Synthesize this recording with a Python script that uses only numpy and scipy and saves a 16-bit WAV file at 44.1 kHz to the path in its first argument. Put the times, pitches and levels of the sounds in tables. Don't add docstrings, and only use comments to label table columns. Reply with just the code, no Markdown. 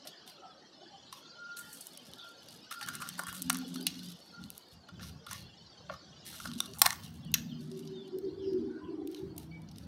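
import sys
import numpy as np
from scipy import signal
from scipy.fft import rfft, irfft, next_fast_len
from scipy.io import wavfile
from scipy.ndimage import uniform_filter1d, map_coordinates

SR = 44100
rng = np.random.default_rng(int(sys.argv[2]) if len(sys.argv) > 2 else 0)


def waveform_to_disk(signal):
    frames = np.transpose(np.atleast_2d(signal))
    scaled = np.clip(frames, -1, 1) * 32767
    samples = np.round(scaled).astype(np.int16)
    wavfile.write(sys.argv[1], SR, samples)


N = 435266
BAND_LIMIT_HZ = 15900


def amp(db):
    return 10 ** (np.asarray(db) / 20)


def unit(x):
    return x / np.sqrt(np.mean(x ** 2) + 1e-20)


def spectrum_at(points, hz):
    point_hz, value = np.transpose(points)
    return np.interp(np.log(hz + 1), np.log(point_hz), value)


def follow(rows):
    time_s, *columns = np.transpose(rows)
    return [np.interp(np.arange(N) / SR, time_s, column) for column in columns]


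def add(mix, time_s, sound):
    part = mix[max(round(time_s * SR), 0):][:len(sound)]
    part += sound[:len(part)]


def colour(x, points):
    size = next_fast_len(N)
    gain = amp(spectrum_at(points, np.fft.rfftfreq(size, 1 / SR)))
    return unit(irfft(rfft(x, size) * gain, size)[:N])


def drift(knots_per_s):
    knots = rng.standard_normal(4000)
    return unit(map_coordinates(knots, [np.arange(N) / SR * knots_per_s], order=3, mode="wrap"))


def resonate(x, hz, q):
    return signal.lfilter(*signal.iirpeak(np.clip(hz, 100, SR / 3), max(q, 1), fs=SR), x)


def high_pass(x, hz):
    return signal.sosfilt(signal.butter(4, hz, "highpass", fs=SR, output="sos"), x)


def narrow_noise(centre_hz, width_hz):
    turn = np.exp(2j * np.pi * np.cumsum(centre_hz * np.ones(N)) / SR)
    return unit(((drift(width_hz) + 1j * drift(width_hz)) * turn).real)


def mottle(x, depth_db, size=(9, 2)):
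    z = signal.stft(x, nperseg=1024, noverlap=768)[2]
    patches = rng.standard_normal(z.shape)
    patches = uniform_filter1d(patches, size[0], axis=1)
    patches = uniform_filter1d(patches, size[1], axis=0)
    return unit(signal.istft(z * amp(depth_db * unit(patches)), nperseg=1024, noverlap=768)[1][:N])


def spells(rows, attack_s, release_db_per_s):
    t = np.arange(N) / SR
    gains = []
    for time_s, length_s, db in rows:
        rise = np.clip((t - time_s) / attack_s + .5, 0, 1)
        gains.append(rise * amp(db - release_db_per_s * np.maximum(t - time_s - length_s, 0)))
    return np.max(gains, axis=0)


def whistle(length_s, start_hz, end_hz, waver, flutter, wobbles_per_s):
    t = np.arange(0, max(length_s, .01), 1 / SR)
    bend, swell = [np.interp(t * wobbles_per_s, np.arange(256), row)
                   for row in rng.standard_normal((2, 256))]
    hz = np.linspace(start_hz, end_hz, len(t)) * (1 + waver * bend)
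    tone = np.sin(2 * np.pi * np.cumsum(hz) / SR)
    return unit(tone * (1 + flutter * swell) * signal.windows.tukey(len(t), .7))


# (frequency [Hz], level relative to the blow [dB], t60 [s])
TRAY_MODES = [(735, -41, 0.1), (826, -42.5, 0.1), (1117, -30.5, 0.034), (1405, -36, 0.082),
              (1794, -38.5, 0.086), (2152, -36.5, 0.054), (2890, -26, .02), (3890, -5, 0.0022),
              (4010, -32, 0.0205), (5040, -24, 0.0114), (5700, -9.5, 0.0047), (6350, -20.5, 0.01),
              (7900, -23.5, 0.0036), (9000, -14.5, 0.0018), (11900, -49.5, 0.005), (14500, -27.5, 0.0024)]
# (low edge [Hz], high edge [Hz])
RANGES_HZ = [(520, 2000), (2000, 7000), (7000, 16500)]


def tray_responses():
    t = np.arange(4096) / SR
    ring = sum(amp(db - 60 * t / t60_s) * np.cos(2 * np.pi * hz * t) for hz, db, t60_s in TRAY_MODES)
    ring[0] += 1
    return [signal.sosfilt(signal.butter(3, edges_hz, "bandpass", fs=SR, output="sos"), ring)
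            for edges_hz in RANGES_HZ]


def strike(force, levels_db, knock_hz, level_window_s, responses, knock_q, top_hz, leak=0.14):
    knock, crack, tick = [signal.fftconvolve(force, response) for response in responses]
    hollow = resonate(resonate(knock, knock_hz, knock_q), knock_hz, knock_q)
    knock = hollow + leak * knock
    tick = signal.lfilter(*signal.butter(4, min(top_hz, BAND_LIMIT_HZ), fs=SR), tick)
    return sum(amp(db) * part * np.sqrt(level_window_s * SR / np.sum(part ** 2))
               for db, part in zip(levels_db, (knock, crack, tick)))


def break_husk(responses, levels_db, decay_ms, knock_hz, knock_q, rings_hz, ring_q, ring_db):
    snap, rise_s, rattle_db, rattle_s = 1.4, 0.00075, -28, 0.0027
    t = np.arange(1500) / SR
    envelope = np.exp(-t / (decay_ms * 10 ** -3)) + amp(rattle_db) * np.exp(-t / rattle_s)
    force = rng.standard_normal(len(t)) * envelope * (1 - np.exp(-t / rise_s))
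    force[8] += snap
    force = force + amp(ring_db) * sum(resonate(force, hz, ring_q) for hz in rings_hz)
    top_hz = 11000 + 0.42 * max(rings_hz)
    return strike(force, levels_db, knock_hz, .01, responses, knock_q, top_hz)


# (time [s], knock level [dB], crack level [dB], tick level [dB],
# decay constant [ms], knock pitch [Hz], knock Q, husk pitch [Hz])
TRAY_PECKS = [(1.126, -47, -46, -49.5, 3.1, 1110, 3, 4260), (2.7129, -39.5, -47, -55, 3.5, 1332, 4.8, 3200),
              (2.8114, -45, -45, -49, 2.4, 1520, 2, 2470), (2.815, -47.5, -59, -52, 5.9, 810, 5, 4000),
              (2.8267, -58, -41.5, -46, 9.7, 1900, 1.4, 4620),
              (2.886, -40.5, -41, -39, 2.9, 1380, 2.8, 7000),
              (2.9518, -61, -46, -41.5, 2.6, 1380, 2.5, 8650),
              (3.0189, -41, -44, -44, 6.2, 1310, 2.2, 2500),
              (3.0893, -59, -42.5, -39.5, 0.97, 1380, 2.4, 9700),
              (3.1917, -35, -44.5, -43, 2.3, 1400, 3, 8550),
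              (3.1968, -37.5, -51.5, -50, 1.4, 870, 1.3, 8900),
              (3.236, -44, -63, -48, 0.62, 1130, 2.8, 9600), (3.2674, -43, -60, -46, 3.7, 1490, 2.2, 8900),
              (3.282, -43.5, -47.5, -45, 8.3, 1400, 1.4, 2580),
              (3.328, -48.5, -63, -47.5, 0.31, 1100, 1.3, 11500),
              (3.4976, -41, -32.5, -28.5, 0.64, 1109, 1.3, 6000),
              (3.5004, -30.5, -28.5, -29, 1.7, 1450, 1.3, 8400), (3.529, -50, -50, -39, 1, 1270, 2, 10500),
              (3.5462, -48, -41, -41, 0.49, 1220, 2, 6000), (3.555, -46, -47, -64, 1.1, 1430, 1.9, 5600),
              (3.7576, -50, -44, -49.5, 3.4, 1300, 3.8, 4400),
              (4.887, -51.5, -56.5, -66, 4.2, 1320, 4.6, 3200),
              (4.994, -52, -57, -80, 7.9, 1387, 4.4, 2590), (5.008, -56, -55, -75, 6.8, 1800, 3.2, 3800),
              (5.028, -52.5, -46, -53, 17, 1350, 2.7, 5100),
              (5.2647, -46.5, -49, -54.5, 5.8, 1270, 5, 3600), (5.282, -52, -53, -63, 14, 1290, 5.7, 3600),
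              (5.3105, -45.5, -41, -44, 5.6, 1170, 2.4, 5840),
              (5.3307, -56, -46, -41.5, 1.1, 1480, 0.9, 5870),
              (5.8976, -39, -60, -85, 0.75, 1103, 2.5, 3200), (6.4, -47, -48.5, -51, 3.7, 1240, 3, 8500),
              (6.455, -39.5, -44.5, -51.5, 2.1, 1440, 5, 4830),
              (6.5154, -55, -47.5, -58.5, 0.59, 1130, 3.1, 3400),
              (6.8517, -35, -42, -42, 2.3, 1260, 1.1, 4500),
              (6.8582, -39, -29, -32.5, 1.3, 1220, 1.6, 9000),
              (6.8604, -26.5, -26, -36, 1.37, 993, 1.8, 4850),
              (6.876, -40, -54, -41, 0.43, 1510, 1.2, 9600), (6.897, -56, -61, -57, .4, 1300, 1.5, 10500),
              (6.9051, -36.5, -33.5, -35.5, 0.97, 1840, 2.1, 6400),
              (6.9252, -47, -54, -51, 0.4, 1300, 1.5, 6400),
              (6.9285, -43.5, -40, -40.5, 1.1, 1300, 0.79, 6400),
              (7.345, -49.5, -31, -43, 3, 1503, 1.4, 6300), (7.353, -45, -46, -56, 3, 1720, 1.5, 3900)]
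# (time [s], knock level [dB], crack level [dB], tick level [dB],
# decay constant [ms], knock pitch [Hz], knock Q, three ring pitches [Hz])
SEED_SPLITS = [(3.8671, -35, -28.5, -29.5, 2.2, 2700, 1.6, 2700, 4070, 9750),
               (6.6039, -41.5, -28, -32.5, 0.66, 1158, 1.5, 3540, 5800, 8850),
               (6.817, -25.5, -18, -15.5, 1.74, 1040, 1.35, 5270, 8300, 11900),
               (6.8631, -29, -26, -25, 1.26, 1660, 1.3, 4200, 9200, 13300),
               (7.3403, -41, -23.5, -24.5, 2.3, 1886, 1.8, 3900, 6200, 11900)]
# (time [s], crack level [dB], tick level [dB], decay constant [ms], husk pitch [Hz])
BEAK_SNAPS = [(0.071, -42.5, -45.5, 10, 4600), (1.569, -47.5, -57, 7.7, 4450), (1.808, -72, -46, 6.1, 9600),
              (1.869, -64, -46, 0.77, 11600), (1.9734, -51, -49, 1.94, 10000),
              (2.1354, -49, -55, 0.79, 3750), (2.485, -52, -57, 3, 4800),
              (3.4203, -44.5, -37.5, 0.39, 11600), (3.425, -53, -42, .65, 11650),
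              (3.57, -58, -43, 0.19, 11000), (2.862, -51, -51, 1.2, 10000), (3.352, -54, -48, 4, 9000),
              (3.587, -62, -48, 0.71, 11500), (3.741, -52, -50, 4, 9500), (3.81, -48, -50, 1.5, 4200),
              (3.828, -57, -52.5, 1.02, 11500), (4.032, -56, -58, 1.1, 11000),
              (4.085, -56, -56.5, 2.6, 8500), (3.378, -54, -58, 2.5, 5000), (3.8686, -37, -51, 1.2, 9500),
              (3.873, -37.5, -58, 9, 2640), (3.992, -49.5, -57, 1.6, 3360),
              (4.439, -49.5, -57.5, 0.51, 4320), (4.5033, -51.5, -45.5, 0.45, 11700),
              (4.579, -58, -48, .6, 11600), (6.473, -47, -52, 2.4, 5200), (6.534, -46.5, -52, 5, 3837),
              (6.6573, -47, -49, 4.8, 4270), (6.736, -49.5, -57, 0.82, 5900),
              (6.786, -68, -48, 0.79, 11000), (6.791, -50, -41.5, 8.7, 11000),
              (7.061, -54, -60.5, 3.5, 5000), (7.248, -66, -63.5, 1.9, 8850),
              (7.317, -70, -56.5, 1.49, 13200), (7.715, -54, -57.5, 2.2, 4750),
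              (7.791, -53.5, -54.5, 4.1, 5800), (7.874, -53, -63, 3.8, 5570),
              (8.077, -64.5, -66.5, 4.7, 8900), (8.186, -60.5, -55.5, 0.74, 13900),
              (8.532, -58.5, -66.5, 2, 4970), (9.364, -64, -61, 2.1, 10040),
              (9.618, -67, -66.5, 1.82, 9940), (9.759, -58, -69, 2.15, 5030),
              (9.074, -55, -53.5, 0.59, 12900), (9.115, -67, -62, .8, 14200),
              (9.146, -48.5, -56, 1.5, 3320), (9.3793, -51, -44.5, 2.1, 12500),
              (9.687, -57.5, -74, 3.7, 5040), (9.713, -57.5, -64, 5, 5000),
              (9.7834, -52, -54.5, 1.17, 5500)]


def clicks(responses, husk_q=5, husk_db=4, split_q=14, split_db=7, beak_edge_hz=2500):
    on_tray, in_beak = np.zeros((2, N))
    for time_s, *levels_db, decay_ms, knock_hz, knock_q, husk_hz in TRAY_PECKS:
        add(on_tray, time_s, break_husk(responses, levels_db, decay_ms, knock_hz, knock_q,
                                        [husk_hz], husk_q, husk_db))
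    for time_s, knock_db, crack_db, tick_db, decay_ms, knock_hz, knock_q, *rings_hz in SEED_SPLITS:
        add(on_tray, time_s, break_husk(responses, (knock_db, crack_db, tick_db), decay_ms, knock_hz,
                                        knock_q, rings_hz, split_q, split_db))
    for time_s, crack_db, tick_db, decay_ms, husk_hz in BEAK_SNAPS:
        levels_db = (-np.inf, crack_db, tick_db)
        add(in_beak, time_s, break_husk(responses, levels_db, decay_ms, beak_edge_hz, 1,
                                        [husk_hz], husk_q, husk_db))
    return on_tray + high_pass(in_beak, beak_edge_hz)


# (time [s], length [s], relative tray level [dB],
# relative husk level [dB], relative tick level [dB], knock pitch [Hz])
RAKE_STROKES = [(0.05, 0.013, -45, -64, -56, 620), (0.259, 0.07, -62, -53.5, -55, 736),
                (1.11, 0.13, -59.5, -56, -60.5, 1030), (1.563, 0.051, -57, -53, -43.5, 1400),
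                (1.614, 0.44, -74, -64.5, -57.5, 1410), (1.726, 0.017, -65, -53, -43, 1410),
                (2.706, 0.03, -44.5, -41.5, -42.5, 1390), (2.723, 0.91, -66, -66, -73, 1500),
                (2.81, 0.018, -41, -50, -62, 1700), (2.87, 0.017, -37, -44, -45, 1470),
                (2.851, 0.49, -62, -57, -70, 1800), (2.929, 0.037, -44, -46, -48, 1430),
                (3.043, 0.042, -49, -54, -57, 1280), (3, 0.029, -39.5, -54.5, -46.5, 1310),
                (3.177, 0.026, -47.5, -50, -43, 940), (3.205, 0.041, -47.5, -59.5, -69, 1070),
                (3.268, 0.054, -45, -48, -49, 1470), (3.326, 0.087, -54.5, -49, -46, 1310),
                (3.514, 0.17, -54, -52.5, -63, 1400), (3.861, 0.16, -70.5, -54, -68, 1950),
                (4.999, 0.16, -68, -53, -56.5, 1380), (5.273, 0.2, -70, -51, -55.5, 1807),
                (5.306, 0.064, -52.5, -53, -64, 1950), (5.31, 0.031, -47, -62, -70, 1080),
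                (5.892, 0.019, -37, -87.5, -101, 570), (5.909, 0.059, -48, -55, -65, 1250),
                (6.248, 0.096, -62, -47.5, -47.5, 1797), (6.326, 0.026, -51.5, -48, -50, 1474),
                (6.396, 0.012, -47, -69, -68, 1320), (6.441, 0.023, -42.5, -57, -48, 1300),
                (6.47, 0.042, -55.5, -57, -74, 1360), (6.62, .045, -53, -54.5, -63, 1230),
                (6.742, 0.044, -57, -67, -56, 1310), (6.765, 0.035, -53, -69.5, -72, 850),
                (6.818, 0.12, -40.5, -48, -57, 930), (6.844, 0.026, -48, -47, -58, 900),
                (7.342, 0.07, -54, -48, -55, 1630), (9.085, 0.082, -76, -63, -68, 1410),
                (9.152, 0.073, -69, -59, -64, 1410), (9.379, 0.095, -79, -60, -60.5, 1400),
                (9.759, 0.12, -84, -64, -68, 1382)]


def scrapes(responses, grains_per_s=1000, spread_db=4.0, rub=0.32, knock_q=3.55, leak=0.11, top_hz=14000,
            rise_share=0.18, hold_share=0.61, settle_s=0.021, jerk_db=2.5, jerks_per_s=170, level_db=-4.5):
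    out, t = np.zeros(N), np.arange(SR) / SR
    for time_s, length_s, *levels_db, knock_hz in RAKE_STROKES:
        chance, size, push = rng.random(SR), rng.exponential(1, SR), rng.standard_normal(SR)
        grains = (chance < grains_per_s / SR) * amp(spread_db * np.minimum(size, 3))
        rise = np.minimum(t / (rise_share * length_s), 1)
        settle = np.exp(-np.maximum(t - hold_share * length_s, 0) / settle_s)
        jerks = amp(jerk_db * np.interp(t * jerks_per_s, np.arange(256), rng.standard_normal(256)))
        force = push * (rub + grains) * rise * settle * jerks
        n = int((length_s + .1) * SR)
        add(out, time_s, strike(force[:n], levels_db, knock_hz, length_s, responses, knock_q, top_hz, leak=leak))
    return amp(level_db) * out


# (time [s], length [s], level [dB])
NIBBLE_SPELLS = [(1.6, 0.26, -61.5), (1.85, 0.42, -64), (2.42, 0.095, -61), (2.78, 0.44, -60),
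                 (3.37, 0.049, -55), (3.64, 0.16, -56), (3.96, 0.21, -58), (4.41, 0.07, -65),
                 (4.5, 0.086, -61.5), (6.3, 0.39, -58), (6.75, 0.22, -55.5), (7.6, 0.22, -64)]


def nibbling(responses, grains_per_s=900, spread_db=7.0, rub=0.084, attack_s=0.068, release_db_per_s=90,
             bites_per_s=60, bite_s=0.0037, bite_db=-8, clumps_per_s=35, clump_db=3.5):
    grains = (rng.random(N) < grains_per_s / SR) * amp(spread_db * np.minimum(rng.exponential(1, N), 3))
    fragment = rng.integers(0, 12, N)
    bites = (rng.random(N) < bites_per_s / SR) * (.5 + rng.random(N))
    crunch = amp(bite_db) * signal.lfilter([1], [1, -np.exp(-1 / (bite_s * SR))], bites)
    force = (rub + crunch) * rng.standard_normal(N) + 0.18 * grains
    for k, hz in enumerate(np.geomspace(3500, 13500, 12)):
        force += 0.67 * resonate(grains * (fragment == k), hz, 6.2)
    clumped = force * amp(clump_db * drift(clumps_per_s))
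    crackle = signal.oaconvolve(clumped, sum(responses))[:N]
    crackle = colour(crackle, [(700, -12.0), (1500, -8.5), (2200, -4.5), (3000, 6.5), (6000, -0.5),
                               (9000, 3.5), (12500, 7.0), (14500, -5.0), (16000, -5.0)])
    return crackle * spells(NIBBLE_SPELLS, attack_s, release_db_per_s)


# (time [s], relative level [dB], eddy pitch [Hz])
WIND = [(0, -91, 260.7), (1.1, -62.5, 163.2), (1.5, -87, 190), (1.66, -56, 189), (1.85, -94, 198),
        (2.1, -51.5, 177.7), (2.3, -77, 180), (2.5, -53, 181.5), (2.76, -77, 180.3), (2.87, -47, 191.4),
        (3.33, -55.5, 215), (3.5, -45, 245), (3.66, -52, 229.6), (3.8, -44, 283.6), (3.9, -48.5, 243.2),
        (4.1, -48.5, 190), (4.25, -68.5, 221), (4.45, -44, 220), (4.65, -84, 210), (5.02, -48.5, 180),
        (5.7, -82.5, 179.7), (6.36, -56, 203.5), (6.52, -41, 223.3), (6.88, -56, 190), (7.35, -39.5, 190),
        (7.65, -44.5, 202.3), (7.79, -45, 250), (7.95, -46.5, 221.5), (8.04, -52, 242),
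        (8.09, -50.5, 272.6), (8.17, -36.5, 376.4), (8.21, -44, 370), (8.28, -35.5, 356.6),
        (8.37, -44.5, 363.8), (8.5, -35.5, 339.5), (8.7, -37, 318.2), (8.83, -45.5, 316),
        (8.96, -39.5, 334), (9.06, -36, 345), (9.16, -46.5, 350), (9.23, -42.5, 331), (9.34, -48, 260),
        (9.55, -52.5, 235), (9.87, -47, 190)]


def breeze(width_hz=150, knee_db=-52, squeeze=0.052, low_edge_hz=75, level_db=-6.5):
    gust_db, eddy_hz = follow(WIND)
    loose_db = gust_db - squeeze * np.maximum(gust_db - knee_db, 0)
    eddies = narrow_noise(eddy_hz, width_hz) + 0.5 * narrow_noise(eddy_hz, 2 * width_hz)
    return amp(loose_db + level_db) * high_pass(eddies, low_edge_hz)


# (time [s], length [s], pitch [Hz], level relative to the WIND table [dB])
WIND_TONES = [(2.8, 1.9, 179.2, -3.5), (3.295, 0.78, 259.5, 2.5), (3.723, 0.16, 391, -13.5),
              (6.415, 0.21, 231.8, -6), (6.673, 0.074, 392, -8.5), (6.9, 1.366, 156.4, -8),
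              (7.199, 1.13, 237.7, -8.5), (7.5, 1.39, 382, -2), (8.795, 0.67, 383.7, -8.5),
              (8.104, 1.8, 324.1, -8.5), (8.48, 0.36, 242, -10), (8.482, 1.32, 299.3, -9.5),
              (9.25, 0.62, 165, -3.5)]


def hums(waver=0.02, flutter=0.64, wobbles_per_s=44.35):
    out = np.zeros(N)
    for time_s, length_s, hz, db in WIND_TONES:
        add(out, time_s, amp(db) * whistle(length_s, hz, hz, waver, flutter, wobbles_per_s))
    return amp(follow(WIND)[0]) * out


# (time [s], length [s], relative level [dB])
AIR_PUFFS = [(3.284, 0.04, -57), (3.45, 0.071, -60), (3.88, 0.024, -69), (4.384, 0.075, -57.5),
             (4.729, 0.048, -60.5), (4.926, 0.25, -54.5), (5.28, 0.19, -55.5), (5.59, 0.041, -58),
             (5.801, 0.16, -60), (6.058, 0.22, -65), (6.287, 0.072, -65), (6.423, 0.027, -49),
             (6.663, 0.9, -56), (7.864, 0.062, -69), (8.22, 0.39, -60.5), (8.829, 0.029, -60.5),
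             (9.218, 0.065, -50), (9.3, 0.55, -56)]
# (frequency [Hz], relative level [dB])
BUFFET_SPECTRUM = [(20, -46), (35, -32.5), (50, -14), (80, 0.5), (130, -2), (190, 0.5), (300, -29),
                   (600, -53)]


def buffeting(attack_s=0.016, release_db_per_s=200, puff_db=2, steady_db=-24, calm_db=-79):
    steady = amp(calm_db) + amp(follow(WIND)[0] + steady_db)
    puffs = amp(puff_db) * spells(AIR_PUFFS, attack_s, release_db_per_s)
    return (steady + puffs) * colour(rng.standard_normal(N), BUFFET_SPECTRUM)


# (frequency [Hz], t60 [s])
YARD_DECAY = [(500, 0.24), (1500, 0.48), (4000, 0.31), (7000, 0.33), (11000, 0.19), (16000, 0.68)]


def yard(x):
    taps = rng.standard_normal(SR) * (rng.random(SR) < .15)
    taps[:300] = 0
    hz, t, z = signal.stft(taps, SR, nperseg=256)
    decay = amp(-60 * t / spectrum_at(YARD_DECAY, hz)[:, None])
    tail = signal.istft(z * decay, SR, nperseg=256)[1]
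    return signal.oaconvolve(x, tail / np.linalg.norm(tail))[:N]


# (time [s], length [s], start pitch [Hz], end pitch [Hz],
# relative level [dB], roughness [0-1, clipped])
BIRD_CALLS = [(0.114, 0.1, 1790, 1800, -63, 0.7), (0.328, 0.24, 1337, 1266, -60, 0.72),
              (0.413, 0.073, 764, 727, -51.5, 0.61), (0.607, 0.058, 1850, 1885, -65, .8),
              (0.811, 0.028, 760, 780, -55, 0.7), (0.85, 0.051, 1570, 1850, -64, 1),
              (0.892, 0.095, 820, 780, -55.5, 0.63), (1.281, 0.043, 4300, 5020, -54.5, 0.74),
              (1.169, 0.27, 1384, 1375, -61.5, 0.37), (1.326, 0.36, 1401, 1411, -47, 0.14),
              (1.552, 0.22, 1830, 1753, -63.5, 0.68), (2.148, 0.18, 1368, 1409, -55, 0.28),
              (2.164, .11, 3860, 3210, -52, 0.9), (2.696, 0.2, 1401, 1393, -48.5, 0.42),
              (3.613, 0.033, 820, 740, -54.5, 0.77), (3.642, 0.023, 510, 426, -51.5, 0.6),
              (3.795, 0.048, 425, 840, -62, 0.63), (4.304, 0.12, 1381, 1413, -54.5, 0.4),
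              (5.329, 0.18, 2790, 2740, -64, 0.14), (5.373, 0.066, 4450, 4220, -58.5, .7),
              (6.665, 0.027, 2870, 2820, -57, 0.3), (7.024, 0.077, 3350, 2670, -61, 0.72),
              (7.204, 0.12, 3690, 2533, -61.5, 0.6), (7.477, 0.07, 4000, 2600, -55.5, 0.51),
              (7.918, .12, 3786, 3400, -56.5, 0.1), (8.006, 0.085, 3580, 2739, -64.5, 0.4),
              (8.278, 0.027, 4400, 3850, -63, .8), (8.368, 0.1, 3630, 2746, -62.5, 0.7),
              (8.405, 0.15, 5480, 4830, -61.5, 1.1), (8.549, .1, 4816, 4540, -68.5, 1.2),
              (8.661, 0.17, 1480, 1511, -60, 0.85), (8.795, 0.11, 1014, 1016, -56.5, .7),
              (8.83, 0.071, 3230, 2690, -65.5, 1), (8.972, 0.062, 799, 768.2, -57.5, 0.54),
              (9.148, 0.053, 4320, 3530, -59, 1.1), (9.507, 0.056, 2252, 2290, -54, 0.24)]


def far_birds(level_db=-4, echo_db=-3, blur_share=.11):
    out = np.zeros(N)
    for time_s, length_s, start_hz, end_hz, db, rough in BIRD_CALLS:
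        rough = np.clip(rough, 0, 1)
        tone = whistle(length_s, start_hz, end_hz, .004, .3, 90)
        knots = rng.standard_normal((256, 2)) @ [1, 1j]
        knots_per_s = blur_share * start_hz * (.5 + rough)
        scatter = np.interp(np.arange(len(tone)) / SR * knots_per_s, np.arange(256), knots)
        blurred = unit((signal.hilbert(tone) * scatter).real)
        add(out, time_s, amp(db) * unit((1 - rough) * tone + rough * blurred))
    return amp(level_db) * (out + amp(echo_db) * yard(out))


# (time [s], level [dB])
CHATTER_LEVEL = [(0, -55.5), (.55, -63), (1.01, -59), (2.6, -58.5), (2.9, -55), (3.9, -55.5), (4.8, -65.5),
                 (5.8, -59.5), (6.46, -58), (7.15, -65), (7.9, -62.5), (8.14, -67), (8.5, -66.5),
                 (8.95, -70.5), (9.87, -69.5)]
# (frequency [Hz], relative level [dB])
CHATTER_SPECTRUM = [(400, -20.5), (800, -26), (1500, 3.5), (2000, -10), (2350, -8), (3000, 7.5),
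                    (3500, 7.5), (3900, 2), (4400, 11), (5500, 2.5), (6700, -5.5), (8500, -20),
                    (12000, -51)]


def chatter(count=2400, chirp_share=0.69, patchy_db=5.0):
    out = np.zeros(N)
    for when, pitch, glide, length, loud in rng.random((count, 5)):
        hz = 600 + 7400 * pitch
        chirp = whistle(.012 + .03 * length, hz, hz * (.98 + .04 * glide), .004, .4, 200)
        add(out, when * N / SR, amp(9 * loud) * chirp)
    chirps = unit(out + 0.5 * yard(out))
    flock = chirp_share * chirps + mottle(rng.standard_normal(N), patchy_db, size=(10, 3))
    return amp(follow(CHATTER_LEVEL)[0]) * colour(flock, CHATTER_SPECTRUM)


# (frequency [Hz], relative level [dB])
AIR_SPECTRUM = [(30, -50.5), (90, -18.5), (160, 10.5), (300, 10), (500, 6.5), (800, 5.5), (1300, -1.5),
                (2300, -9), (5000, -39.5), (8000, -21.5), (12500, -31), (14000, -41), (20000, -68.5)]


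def air(level_db=-62, swell_db=0.3, patchy_db=4.5):
    hush = colour(mottle(rng.standard_normal(N), patchy_db), AIR_SPECTRUM)
    return amp(level_db + swell_db * drift(0.49)) * hush


def scene(echo_db=-14.0, echo_edge_hz=10000):
    responses = tray_responses()
    feeder = clicks(responses) + scrapes(responses) + nibbling(responses)
    echo = signal.lfilter(*signal.butter(1, echo_edge_hz, fs=SR), yard(feeder))
    wind = breeze() + hums() + buffeting()
    background = far_birds() + chatter() + air()
    return (feeder + amp(echo_db) * echo + wind + background)[None]


def record(dry, ceiling=0.94):
    limited = ceiling * np.tanh(dry / ceiling)
    low_pass = signal.firwin(255, BAND_LIMIT_HZ, window=("kaiser", 9), fs=SR)
    return signal.oaconvolve(limited, low_pass[None], "same")


dry = scene()
out = record(dry)
waveform_to_disk(out)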